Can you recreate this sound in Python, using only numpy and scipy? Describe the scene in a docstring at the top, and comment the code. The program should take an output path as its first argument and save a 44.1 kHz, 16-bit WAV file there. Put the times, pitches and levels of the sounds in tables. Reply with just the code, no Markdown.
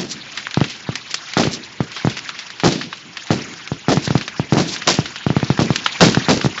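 """An open grass rifle range, the microphone just behind one prone shooter on the firing line.
Muzzle blasts from lanes near and far thump the microphone; the nearest overload it, slap back off
things close by and roll away in scattered echoes. Bullets crack downrange with their shock waves.
Field and berms return each near shot as a swish and low echoes, over a faint hiss and rumble."""
import sys
import numpy as np
from scipy import signal
from scipy.fft import rfft, irfft, next_fast_len
from scipy.io import wavfile
from scipy.ndimage import uniform_filter1d

SR = 44100
rng = np.random.default_rng(int(sys.argv[2]) if len(sys.argv) > 2 else 0)


def wav_out(sig):
    """Save sig, one row per channel (or a flat mono array), as 16-bit PCM at SR to the path in sys.argv[1]."""
    wavfile.write(sys.argv[1], SR, np.round(np.clip(np.atleast_2d(sig).T, -1, 1) * 32767).astype(np.int16))


N = 291060
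TIME = np.arange(N) / SR

# shots from the lanes nearest the microphone:
# (time [s], blast [dB], boom [dB], sizzle [dB], returning swish [dB], hold of the echoes [s])
NEAR_SHOTS = [(-.05, 8.5, -17, -19, -19.5, 0.016), (1.3695, 7.5, -13, -17.5, -19, 0.023),
              (2.6357, 6, -11.5, -17, -37, 0.028), (3.306, 5.5, -16.5, -23, -40, 0.0056),
              (3.8841, 5.5, -16, -22, -21, 0.036), (4.524, 4.5, -16, -27.5, -21.5, 0.014),
              (4.569, 4.5, -18, -22, -19, 0.026), (4.868, -11, -19.5, -11, -39, 0.015),
              (5.592, 5, -16.5, -23.5, -25, 0.014), (6.002, -7.5, -9.5, -10, -39, 0.027),
              (6.2853, 7, -13, -17, -24, 0.023)]
# muzzle blasts from farther along the line: (time [s], level [dB])
LINE_BLASTS = [(.573, 3.5), (0.614, 4), (0.8906, -2.5), (1.4724, -0.5), (1.8054, 1.5), (2.0486, 2),
               (2.0723, 3), (3.718, -2), (3.972, 3), (4.0762, -2.5), (4.1063, 2), (4.1538, 5), (4.397, 1.5),
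               (4.9884, 3.5), (5.266, 2.5), (5.3031, 2.5), (5.3661, 4), (5.4298, 1), (5.5024, 4.5),
               (5.619, 1.5), (5.7047, 4), (6.069, -3.5), (6.0864, 1.5), (6.1722, 4.5), (6.4459, 1),
               (6.461, 2.5)]
# bullet cracks downrange: (time [s], level [dB], centre [Hz], t60 of the scatter [s])
CRACKS = [(.374, -15.5, 2540, 0.068), (0.4696, -14, 1730, 0.01), (.51, -20, 2600, .025),
          (.543, -12.5, 2980, 0.018), (0.605, -16.5, 2400, 0.014), (0.641, -14.5, 2320, .05),
          (0.698, -22.5, 4200, 0.11), (0.9552, -12, 3270, 0.019), (1.109, -19.5, 5000, 0.063),
          (1.1425, -7, 4400, 0.029), (1.286, -25.5, 3200, 0.025), (1.3354, -15, 3430, 0.016),
          (1.434, -15, 2370, 0.075), (1.918, -23.5, 3080, 0.053), (1.964, -20, 2460, .1),
          (2.098, -21, 3650, 0.084), (2.169, -19.5, 2660, 0.057), (2.191, -16.5, 3100, 0.014),
          (2.291, -15, 2480, 0.026), (2.39, -17.5, 3190, 0.064), (2.503, -22.5, 2750, 0.039),
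          (2.599, -17.5, 2510, 0.055), (2.722, -15.5, 3560, 0.091), (2.813, -17.5, 2210, 0.09),
          (2.928, -18.5, 1980, .048), (3.17, -17.5, 2520, 0.042), (3.27, -24, 3000, 0.058),
          (3.538, -25, 2200, 0.023), (3.675, -18.5, 2900, 0.03), (4.078, -16.5, 2400, 0.017),
          (4.178, -17, 3200, 0.028), (4.211, -17, 2150, 0.057), (4.2793, -13.5, 2670, 0.03),
          (4.763, -16.5, 2440, .02), (4.82, -17.5, 2230, 0.035), (5.057, -17.5, 2760, 0.053),
          (5.159, -18.5, 2700, 0.048), (5.4, -20.5, 2510, .032), (5.576, -16.5, 1970, 0.019),
          (5.759, -6, 3260, 0.027), (5.8614, -3, 2070, 0.027), (6.1469, -8, 2420, 0.023),
          (6.413, -13.5, 2300, 0.032), (6.578, -17, 1820, 0.068)]

CUTOFF_HZ = 7450
LEAD_S, CREST_S = .001, .15   # how far into its sound a blast has its front, a swish its crest
BURST_LAG_S = .005   # from a near blast to its crack and echoes


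def from_db(db):
    """Decibels to gain."""
    return 10 ** (np.asarray(db) / 20)


def rms_one(x):
    """Scale to unit power."""
    return x / np.sqrt(np.mean(x ** 2) + 1e-20)


def add(track, s, sound):
    """Mix a sound into the track from time s on; it may have begun before time zero."""
    at = min(int(round(s * SR)), N - 1)
    sound, at = sound[max(-at, 0):], max(at, 0)
    track[at:at + len(sound)] += sound[:N - at]


def band(x, low_hz, high_hz):
    """Band-pass of fourth order."""
    edges = np.clip([low_hz, max(high_hz, low_hz * 1.1)], 10, .45 * SR)
    return signal.sosfilt(signal.butter(2, edges, "band", fs=SR, output="sos"), x + 1e-18)


def high_pass(x, hz, q):
    """Resonant bass cut: it swings at its corner after a pressure step."""
    w = 2 * np.pi * hz
    return signal.lfilter(*signal.bilinear([1, 0, 0], [1, w / q, w * w], SR), x)


def colour(x, spectrum):
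    """Shape a whole track by points of (frequency [Hz], gain [dB])."""
    hz, db = np.transpose(spectrum)
    size = next_fast_len(N + SR // 10)
    bins = np.maximum(np.fft.rfftfreq(size, 1 / SR), 1)
    gain = from_db(np.interp(np.log(bins), np.log(hz), db))
    return irfft(rfft(x, size) * gain, size)[:N]


def scatter(size, per_s, smooth):
    """Many small impulses arriving at random, over a smooth share of noise."""
    arrivals = (rng.random(size) < per_s / SR) * rng.standard_normal(size)
    return rms_one(rms_one(arrivals) + smooth * rng.standard_normal(size))


def steady(x, window_s):
    """Unit power within every window; finer grain stays."""
    power = uniform_filter1d(x ** 2, max(int(window_s * SR), 2))
    return x / np.sqrt(np.abs(power) + 1e-9)


def lumps(size, lump_s):
    """A new random value every lump_s seconds, joined by lines."""
    knots = rng.standard_normal(4096)
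    return np.interp(TIME[:size] / lump_s, np.arange(len(knots)), knots)


def blast(db, shorter_db, push_s=0.00086, rise_s=.0001, kick_s=0.001865, echo_s=0.0069, grit_t60=0.14):
    """A muzzle blast, then an opposite kick about 2 ms later; the microphone's bass cut rings."""
    t = TIME[:SR // 8]
    push = push_s * from_db(-shorter_db)
    rise = rise_s * from_db(-db)   # weaker, farther blasts have blunter fronts
    kick = np.clip(0.073 + 0.07 * db + 0.043 * rng.standard_normal(), 0, 1)   # stronger when louder

    def front(lag_s):
        """Pressure of one blast wave: a steep front, then suction."""
        u = t - LEAD_S - lag_s
        return (1 - u / push) * np.exp(-np.maximum(u, 0) / push) * (1 + np.tanh(u / rise)) / 2

    pressure = kick * front(kick_s) - front(0)
    pressure -= 0.2 * kick * front(echo_s)   # a nearby surface answers last
    swing = high_pass(pressure, hz=133, q=2.49)
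    thump = high_pass(swing, hz=62, q=1.9)
    grit = rms_one(band(rng.standard_normal(len(t)), 410, 4300)) * from_db(-28 - 60 * t / grit_t60)
    return from_db(db - 0.63) * (thump + grit)


def muzzle_blasts():
    """Blast waves from all lanes; those of the nearest have not yet stretched."""
    out = np.zeros(N)
    for s, db in LINE_BLASTS:
        add(out, s - LEAD_S, blast(db, shorter_db=0))
    for s, db, _, sizzle_db, _, _ in NEAR_SHOTS:
        shorter_db = 0.77 * max(sizzle_db + 26.5, 0)   # more sizzle: a closer muzzle, a shorter wave
        add(out, s - LEAD_S, blast(db, shorter_db))
    return out


def rolls(close_t60=0.25, close_build_s=0.011, far_t60=2.26, far_build_s=0.093):
    """Ground and berms answer every blast with a low roll; the far end of the range draws it out."""
    out, t = np.zeros(N), TIME[:SR * 3 // 4]
    close = from_db(-27 - 60 * t / close_t60) * (1 - np.exp(-t / close_build_s))
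    far = from_db(-49 - 60 * t / far_t60) * (1 - np.exp(-t / far_build_s))
    for s, db, *_ in LINE_BLASTS + NEAR_SHOTS:
        roll = steady(band(rng.standard_normal(len(t)), 110, 360), window_s=0.15)
        add(out, s, from_db(db) * roll * np.hypot(close, far))
    return out


def echo_bursts(attack_cycles=1.3, tail_t60=0.51, lumpy_db=2.0, lump_s=0.0061):
    """Dense reflections of each near shot build (lows last), hold, then die in lumps to a faint tail."""
    # bands of the reflections: (low edge [Hz], high edge [Hz], trim [dB], t60 [s])
    echo_bands = [(145, 357, -1.5, 0.38), (372, 760, 1, 0.14), (910, 1740, -3.5, 0.11),
                  (1780, 4900, -1, 0.32), (4030, 7300, 0, 0.3)]
    # where a shot's boom, bark and sizzle lie: (frequency [Hz])
    boom_bark_sizzle_hz = [250, 800, 3000]
    out, t = np.zeros(N), TIME[:SR * 3 // 4]
    for s, _, boom_db, sizzle_db, _, hold_s in NEAR_SHOTS:
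        bark_db = boom_db + 0.82 * (sizzle_db - boom_db) - 3
        levels = [boom_db, bark_db, sizzle_db]
        fading_s = np.maximum(t - hold_s, 0)
        tail = from_db(-16 - 60 * fading_s / tail_t60)
        shared_db = lumpy_db * lumps(len(t), lump_s)
        for low_hz, high_hz, trim_db, t60 in echo_bands:
            centre_hz = np.sqrt(low_hz * high_hz)
            db = trim_db + np.interp(np.log(centre_hz), np.log(boom_bark_sizzle_hz), levels)
            arrivals = scatter(len(t), per_s=1300, smooth=0.48)
            echoes = steady(band(arrivals, low_hz, high_hz), window_s=0.017)
            build = 1 - np.exp(-t * centre_hz / attack_cycles)
            fade = np.hypot(from_db(-60 * fading_s / t60), tail)
            flicker = from_db(shared_db + lumpy_db * lumps(len(t), lump_s))
            add(out, s + BURST_LAG_S, from_db(db) * echoes * build * fade * flicker)
    return out


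def crack(centre_hz, t60, shock_s=0.00045, spread=1.92, tail_t60=0.2):
    """A bullet's N-shaped shock wave and its scatter off the grass, a dull knock beneath."""
    t = TIME[:SR // 5]
    n_wave = (1 - 2 * t / shock_s) * (t < shock_s)
    fade = from_db(-60 * t / t60)
    tail = from_db(-21 - 60 * t / tail_t60)
    grass = steady(scatter(len(t), per_s=5000, smooth=.6), window_s=0.0099) * (fade + tail)
    snap = band(0.83 * n_wave + grass, centre_hz / spread, min(centre_hz * spread, CUTOFF_HZ))
    knock = band(rng.standard_normal(len(t)), 420, 1500)
    body = band(rng.standard_normal(len(t)), 240, 600)
    sound = snap + from_db(-15) * fade * (knock + body)
    return sound / np.sqrt(uniform_filter1d(sound ** 2, SR // 250).max())   # loudest 4 ms at unit power


def bullet_cracks(faint_count=36):
    """Clear cracks from nearby lanes, one atop each near shot, and faint ones from far down the line."""
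    out = np.zeros(N)
    for s, db, centre_hz, t60 in CRACKS:
        add(out, s, from_db(db) * crack(centre_hz, t60))
    for s, _, _, sizzle_db, _, _ in NEAR_SHOTS:
        add(out, s + BURST_LAG_S, from_db(sizzle_db + 2) * crack(centre_hz=3000, t60=0.035))
    for s, db, centre_hz in rng.uniform([0, -38, 2200], [N / SR, -30, 4500], (faint_count, 3)):
        add(out, s, from_db(db) * crack(centre_hz, t60=0.11))
    return out


def slaps(over_boom_db=8.5, loss_db=1.0, step_s=.009, jitter=0.32, count=4):
    """Things close to the firing point throw each near blast back as a quick, uneven run of slaps."""
    out = np.zeros(N)
    for s, _, boom_db, *_ in NEAR_SHOTS:
        for k in range(count):
            when = s + step_s * (k + 1 + jitter * rng.uniform(-1, 1))
            polarity = rng.choice([-1, 1])
            slap = blast(boom_db + over_boom_db - loss_db * k, shorter_db=4.5)
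            add(out, when - LEAD_S, polarity * slap)
    return band(out, 230, 1800)   # small surfaces return no deep bass


def hiss_and_rumble(flicker_db=5.0, flicker_s=0.013, bands=10):
    """A faint hiss that flickers quickly and separately in each band, over a steady rumble."""
    # tone of the hiss: (frequency [Hz], level [dB])
    hiss_spectrum = [(290, -32), (500, -14), (761, -6), (1100, -3.5), (1170, -4), (1610, 1), (1870, 1.5),
                     (2570, 3.5), (5760, -3), (7150, -1.5), (7570, -42.5), (9840, -48.5), (16700, -120)]
    # rise and fall of the hiss: (time [s], level [dB])
    hiss_levels = [(0.0, -41.5), (0.29, -34), (0.55, -34.5), (1.05, -36.5), (1.4, -32.5), (1.76, -39),
                   (2.09, -32.5), (2.74, -37), (2.94, -41), (3.42, -32), (3.79, -39.5), (4.08, -31),
                   (4.3, -36), (4.5, -35.5), (4.74, -30.5), (5.07, -35), (6.25, -27), (6.6, -33.5)]
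    # tone of the rumble: (frequency [Hz], level [dB])
    rumble_spectrum = [(30, -37.5), (70, -16.5), (130, -1), (200, -5.5), (350, -2), (600, -13),
                       (1500, -46.5), (4000, -66)]
    edges_hz = np.geomspace(450, 8200, bands + 1)
    flickering = np.zeros(N)
    for low_hz, high_hz in zip(edges_hz, edges_hz[1:]):
        grains = band(scatter(N, per_s=3000, smooth=0.88), low_hz, high_hz)
        flickering += grains * from_db(flicker_db * lumps(N, flicker_s))
    hiss_db = 3 + np.interp(TIME, *np.transpose(hiss_levels))
    hiss = rms_one(colour(flickering, hiss_spectrum)) * from_db(hiss_db)
    rumble = rms_one(colour(rng.standard_normal(N), rumble_spectrum)) * from_db(-53.5)
    return hiss + rumble


def swish(half_width_s, centre_hz, spread=1.47):
    """Sound scattered from a wide stretch of ground reaches the microphone as a grainy swell."""
    t = TIME[:int(2 * CREST_S * SR)]
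    arrivals = scatter(len(t), per_s=4000, smooth=0.21)
    grains = rms_one(band(arrivals, centre_hz / spread, centre_hz * spread))
    return grains / np.cosh((t - CREST_S) / half_width_s * np.pi / 2)


def downrange_returns(field_lag_s=.169, trail_lag_s=.012):
    """The field returns each near shot as a swish, the berms as low echoes; swishes trail the cracks."""
    # low echoes off the berms: (lag [s], level against the shot's boom [dB], half width [s])
    berm_echoes = [(.21, -23.5, 0.042), (0.451, -31, 0.034)]
    out = np.zeros(N)
    for s, _, boom_db, _, swish_db, _ in NEAR_SHOTS:
        field = swish(half_width_s=0.018, centre_hz=5100)
        add(out, s + field_lag_s - CREST_S, from_db(swish_db) * field)
        for lag_s, db, half_width_s in berm_echoes:
            add(out, s + lag_s - CREST_S, from_db(boom_db + db) * swish(half_width_s, centre_hz=230))
    for s, db, _, t60 in CRACKS:
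        gain = from_db(db - 14) * (t60 / 0.072) ** 2   # widely scattered cracks swish more
        add(out, s + trail_lag_s - CREST_S, gain * swish(half_width_s=0.043, centre_hz=3500))
    return out


def scene():
    """The whole firing line from one spot behind the shooter, in mono."""
    shots = muzzle_blasts() + slaps() + rolls() + echo_bursts() + bullet_cracks()
    return (shots + downrange_returns() + hiss_and_rumble())[None]


def record(dry):
    """The microphone colours the sound and overloads on peaks; the deepest bass and the top are cut."""
    # response of the microphone: (frequency [Hz], gain [dB])
    response = [(30, 3), (130, 3), (300, 0.5), (450, 0), (750, -0.5), (1200, 0), (2500, -3.5), (4000, -4),
                (5500, -4), (7500, -9.5)]
    heard = colour(dry[0], response)
    clipped = heard / (1 + (heard / .93) ** 6) ** (1 / 6)   # soft ceiling at 0.93
    bass_cut = high_pass(clipped, hz=25, q=.8)
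    top_cut = signal.cheby1(10, .1, CUTOFF_HZ, fs=SR, output="sos")
    return signal.sosfiltfilt(top_cut, bass_cut)[None]


dry = scene()
out = record(dry)
wav_out(out)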